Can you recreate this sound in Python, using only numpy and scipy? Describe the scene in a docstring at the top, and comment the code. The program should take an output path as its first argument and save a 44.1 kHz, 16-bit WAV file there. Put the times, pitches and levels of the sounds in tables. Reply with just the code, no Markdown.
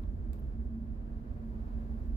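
"""Inside the closed cab of a vehicle cruising at an even speed, heard by two microphones on the dashboard.
The engine hums as sines on a few orders of one shaft, over shaped noise for body boom and panel rumble.
Narrow noise bands ring in the tyres; broad noise makes a dull roar and a thin, fluttering air hiss.
A small hard part clicks on the right and bounces twice, as decaying modes with a noise echo.
Fainter ticks are short single rings, and the brushes are soft swells of high noise."""
import sys
import numpy as np
from scipy import signal
from scipy.fft import rfft, irfft
from scipy.io import wavfile
from scipy.ndimage import uniform_filter1d

SR = 44100
rng = np.random.default_rng(int(sys.argv[2]) if len(sys.argv) > 2 else 0)


def store_pcm(level_fs):
    """Save levels as 16-bit WAV."""
    pcm = np.round(np.clip(level_fs, -1, 1) * 32767).astype(np.int16)
    wavfile.write(sys.argv[1], SR, np.atleast_2d(pcm).T)


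N = 95432
T, HZ = np.arange(N) / SR, np.fft.rfftfreq(N, 1 / SR)


def amp(db):
    """Decibels to gain."""
    return 10 ** (np.asarray(db) / 20)


def unit(x):
    """Scales to rms 1 over all channels together."""
    return x / np.sqrt(np.mean(x ** 2) + 1e-30)


def over_hz(points):
    """Reads a table along log frequency."""
    f, value = np.transpose(points)
    return np.interp(np.log(HZ + 1), np.log(f + 1), value)


def level(points):
    """Reads a table of dB over time as a gain."""
    return amp(np.interp(T, *np.transpose(points)))


def pan(db):
    """Left and right gains of mean power 1; positive dB leans left."""
    gains = amp(np.array([np.atleast_1d(db), -np.atleast_1d(db)]) / 2)
    return gains / np.sqrt(np.mean(gains ** 2, 0))


def shaped(noise, gain):
    """Filters noise by a gain for each frequency and scales it to rms 1."""
    return unit(irfft(rfft(noise) * gain, N))


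def drift(rate_hz):
    """Slow random motion of rms 1: noise that fades out above the rate."""
    return shaped(rng.standard_normal(N), np.exp(-(HZ / rate_hz) ** 2) * (HZ > 0))


def steadied(x, size):
    """Evens out the chance swells of a noise over a window of size samples."""
    power = uniform_filter1d(np.mean(x ** 2, 0), size)
    return x / np.sqrt(power + 1e-20)


# Likeness of the two microphones, negative where they oppose: (frequency [Hz], correlation [-1 to 1])
MIC_LIKENESS = [(30, .99), (60, .975), (120, .975), (240, .96), (330, .7), (500, .4), (700, -.05),
                (1300, -.55), (2000, -.3), (3100, 0), (15000, .05)]
# Balance of the microphone pair: (frequency [Hz], left-right [dB])
MIC_BALANCE = [(30, -3.5), (60, -5), (110, -1), (240, -1), (400, -0.5), (600, -2.5), (1000, 0.5),
               (1400, -3), (2200, 1.5), (4000, 2), (6000, 5.5), (8200, 2.5), (10000, 9), (13000, 12)]
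# The bass reaches the left microphone first: (frequency [Hz], phase lead [rad])
LEFT_LEAD = [(30, .42), (50, .45), (64, .62), (90, .3), (150, .25), (200, .05), (500, 0)]


def cab_noise(gain):
    """Noise at the dashboard pair: shared in the bass, partly opposed in the mids, diffuse in the treble."""
    common, separate = np.exp(2j * np.pi * rng.random((2, len(HZ))))
    likeness = np.clip(over_hz(MIC_LIKENESS), -1, 1)
    left = common * np.exp(1j * over_hz(LEFT_LEAD))
    right = likeness * common + np.sqrt(1 - likeness ** 2) * separate
    return unit(irfft(np.array([left, right]) * gain * pan(over_hz(MIC_BALANCE)), N))


SHAFT_HZ, SPEED_WANDER = 32.35, 0.003  # mean turns per second; rms wander as a fraction
FIRING_ORDER, FIRING_PAN_DB = 2, -3.5
DRONE_ORDER, DRONE_PAN_DB = 7, -0.7


def shaft_tone(turns, order, waver_db, pan_db):
    """One order of the shaft: a sine locked to its turns, wavering in level, the left phase leading."""
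    lead = np.array([[np.interp(order * SHAFT_HZ, HZ, over_hz(LEFT_LEAD))], [0]])
    sine = np.sqrt(2) * np.sin(2 * np.pi * (order * turns + rng.random()) + lead)
    waver = unit(amp(waver_db * drift(rate_hz=9.8)))
    return sine * waver * pan(pan_db)


# Firing note over time: (time [s], level [dB rms])
FIRING_LEVEL = [(0, -51), (.35, -48), (.52, -43.5), (.85, -43), (1.15, -53), (1.48, -55), (1.65, -47.5),
                (1.97, -37.5), (2.16, -44)]
# Drone that the cab favours, over time: (time [s], level [dB rms])
DRONE_LEVEL = [(0, -60.5), (.1, -51), (.2, -60), (.27, -53), (.36, -58), (.5, -58.5), (.59, -43.5),
               (.68, -51), (.76, -42), (.88, -51), (1.02, -57.5), (1.1, -47.5), (1.21, -56), (1.27, -48.5),
               (1.35, -54), (1.44, -44.5), (1.6, -48.5), (1.69, -55), (1.78, -44), (1.87, -53.5),
               (1.95, -43), (2.03, -57.5), (2.11, -45), (2.16, -70)]
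# Other engine orders: (multiple of shaft speed, level [dB rms], waver [dB rms], left-right [dB])
OTHER_ORDERS = [(4, -56, 0.5, -2.7), (6, -61, 2, 5.3), (10, -66, 5.5, 0)]


def engine():
    """Orders of one turning shaft wander together; the firing note and a drone the cab favours stand out."""
    turns = np.cumsum(SHAFT_HZ * (1 + SPEED_WANDER * drift(rate_hz=2.5))) / SR
    out = level(FIRING_LEVEL) * shaft_tone(turns, FIRING_ORDER, 0, FIRING_PAN_DB)
    out += level(DRONE_LEVEL) * shaft_tone(turns, DRONE_ORDER, 1.5, DRONE_PAN_DB)
    for order, db, waver_db, pan_db in OTHER_ORDERS:
        out += amp(db) * shaft_tone(turns, round(order), waver_db, pan_db)
    return out


# Boom of the body: (frequency [Hz], spectral density [dB per Hz, relative])
BOOM_COLOUR = [(12, -42.5), (20, -36.5), (29, -18), (39, 3.5), (48, 1.5), (58, 0), (78, -9), (100, -16),
               (140, -34.5), (180, -45.5), (400, -92)]
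# Boom over the bumps: (time [s], level [dB rms])
BOOM_OVER_BUMPS = [(0, -35.5), (.04, -40), (.075, -32), (.12, -37.5), (.185, -35), (.24, -40), (.295, -33),
                   (.35, -39.5), (.44, -41), (.51, -36.5), (.56, -39.5), (.66, -38), (.78, -45.5),
                   (.84, -41.5), (.9, -39), (.96, -39), (1.1, -41.5), (1.18, -37.5), (1.245, -49),
                   (1.315, -34.5), (1.36, -44.5), (1.46, -40), (1.61, -38.5), (1.72, -39.5), (1.77, -33),
                   (1.85, -42), (1.95, -37), (2.03, -42), (2.09, -36.5), (2.16, -31)]
# Even rumble of the panels: (frequency [Hz], spectral density [dB per Hz, relative])
RUMBLE_COLOUR = [(30, -20), (80, -1), (105, -1), (125, -3.5), (150, -3.5), (172, -11.5), (200, -15),
                 (260, -12), (280, -5), (297, -14), (370, -12.5), (420, -17.5), (600, -35.5), (900, -64.5)]
RUMBLE_DB = -50.5  # rms
# Air ringing inside the tyres: (frequency [Hz], half-width at half amplitude [Hz], level [dB rms])
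TYRE_RINGS = [(197.9, 7.6, -58.5), (220.9, 6, -57), (245.5, 4.6, -56)]


def road():
    """Bumps make the body boom, the panels rumble evenly, and the air in the tyres rings in narrow bands."""
    boom = level(BOOM_OVER_BUMPS) * steadied(cab_noise(amp(over_hz(BOOM_COLOUR))), size=3000)
    out = boom + amp(RUMBLE_DB) * cab_noise(amp(over_hz(RUMBLE_COLOUR)))
    for hz, width_hz, db in TYRE_RINGS:
        resonance = 1 / (1 + ((HZ - hz) / width_hz) ** 2)
        out += amp(db) * cab_noise(resonance)
    return out


# A click and its two bounces: (time [s], level before the mode and echo levels [dB])
CLICK_TIMES = [(0.3327, -46.5), (.3579, -65), (.3672, -70)]
# Ringing of the part: (frequency [Hz], level relative to the click [dB], t60 [s])
PART_MODES = [(2400, -5, .002), (4600, -4.5, 0.0022), (7940, -2, 0.0023), (9800, -9.5, 0.0025),
              (12600, -5, .003), (14500, -10, 0.0027)]
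# Colour of the click's echo: (frequency [Hz], spectral density [dB per Hz, relative])
ECHO_COLOUR = [(500, -23), (2500, 3), (4200, -1.5), (5800, -6.5), (8000, -3), (10000, -6.5), (12200, 3.5),
               (15000, -1)]
# Near to far surfaces: (level relative to the click [dB], time to fall to 1/e [s])
ECHO_STAGES = [(-26, 0.0045), (-20, 0.012), (-35.5, 0.091)]
CLICK_PAN_DB = -29  # far to the right


def latch():
    """A small hard part snaps on the right and bounces twice; the cab scatters a short, bright echo."""
    scatter = shaped(rng.standard_normal((2, N)), amp(over_hz(ECHO_COLOUR)))
    out = np.zeros((2, N))
    for s, db in CLICK_TIMES:
        age = np.maximum(T - s, 0)
        ring = sum(amp(mode_db - 60 * age / t60) * np.sin(2 * np.pi * hz * age)
                   for hz, mode_db, t60 in PART_MODES)
        echo = sum(amp(echo_db) * np.exp(-age / decay_s) for echo_db, decay_s in ECHO_STAGES)
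        out += amp(db) * (T >= s) * (pan(CLICK_PAN_DB) * ring + echo * scatter)
    return out


# Roar of tread and air: (frequency [Hz], spectral density [dB per Hz, relative])
ROAR_COLOUR = [(100, -24), (300, -0.5), (430, -0.5), (520, -2), (590, 0.5), (720, -4), (870, -9),
               (1080, -9), (1330, -13.5), (1650, -13.5), (1950, -20), (2600, -26), (3300, -31), (4800, -36),
               (7000, -48), (16000, -74.5)]
# Roar over time, before flutter: (time [s], level [dB rms])
ROAR_OVER_TIME = [(0, -58.5), (.05, -59.3), (.14, -61.5), (.3, -59.2), (.42, -59.5), (.8, -61),
                  (1.15, -59.5), (1.45, -59), (1.6, -57.5), (1.8, -57.5), (2.16, -59)]
# Thin air hiss: (frequency [Hz], spectral density [dB per Hz, relative])
HISS_COLOUR = [(1000, -30), (3000, 1), (4700, 2.5), (5800, -1.5), (7800, -1), (8900, -7), (10500, -3.5),
               (12800, 1), (15000, -6), (16000, 1.5)]
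# Hiss over time, before flutter: (time [s], level [dB rms])
HISS_OVER_TIME = [(0, -81), (.3, -83), (.45, -79.5), (.65, -82.5), (1, -83), (1.4, -80.5), (1.9, -78),
                  (2.16, -79)]
ROAR_FLUTTER_DB, HISS_FLUTTER_DB, FLUTTER_HZ = 0.7, 0.65, 45  # depths rms


def air():
    """Dull roar of tread and air under a thin hiss: two broad noises, each fluttering on its own."""
    roar = level(ROAR_OVER_TIME) * cab_noise(amp(over_hz(ROAR_COLOUR)))
    roar *= amp(ROAR_FLUTTER_DB * drift(FLUTTER_HZ))
    hiss = level(HISS_OVER_TIME) * cab_noise(amp(over_hz(HISS_COLOUR)))
    hiss *= amp(HISS_FLUTTER_DB * drift(FLUTTER_HZ))
    return roar + hiss


# Ticks of loose trim: (time [s], envelope peak before panning [dB], pitch [Hz],
# time from onset to envelope peak [s], left-right [dB])
TRIM_TICKS = [(0.0359, -60.5, 3680, 0.00029, 23), (0.0367, -63.5, 1100, .004, 6),
              (0.0367, -62, 2600, 0.00022, 20), (.2495, -70, 8000, .0002, 9), (.389, -70, 2920, .0008, 3),
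              (2.0575, -69.5, 7900, 0.00023, 8)]


def ticks():
    """Faint dry ticks of loose trim, each one sine that swells and dies in a short ring."""
    out = np.zeros((2, N))
    for s, db, hz, ring_s, pan_db in TRIM_TICKS:
        age = np.maximum(T - s, 0)
        envelope = age / ring_s * np.exp(1 - age / ring_s)
        out += amp(db) * pan(pan_db) * envelope * np.sin(2 * np.pi * hz * age)
    return out


# Soft brushes: (time of peak [s], rms at the peak before panning [dB])
SOFT_BRUSHES = [(.026, -77), (.396, -69.5), (2.078, -77)]
BRUSH_S, BRUSH_HZ, BRUSH_OCTAVES, BRUSH_PAN_DB = 0.0054, 13600, 0.29, 16  # widths are Gaussian sigmas


def brushes():
    """Soft high brushes: bell-shaped swells of one noise band, unrelated left and right."""
    band = np.exp(-0.5 * (np.log2((HZ + 1) / BRUSH_HZ) / BRUSH_OCTAVES) ** 2)
    swell = sum(amp(db) * np.exp(-0.5 * ((T - s) / BRUSH_S) ** 2) for s, db in SOFT_BRUSHES)
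    return swell * pan(BRUSH_PAN_DB) * shaped(rng.standard_normal((2, N)), band)


def scene():
    """Everything heard from the dashboard."""
    return engine() + road() + latch() + air() + ticks() + brushes()


EDGE_HZ = 15650


def record(dry):
    """The recorder's band limit: a steep low-pass, with the ends mirrored so that they stay intact."""
    taps = signal.firwin(511, EDGE_HZ, window=("kaiser", 9), fs=SR)
    padded = np.pad(dry, ((0, 0), (255, 255)), "reflect", reflect_type="odd")
    return signal.oaconvolve(padded, taps[None], "valid")


dry = scene()
out = record(dry)
store_pcm(out)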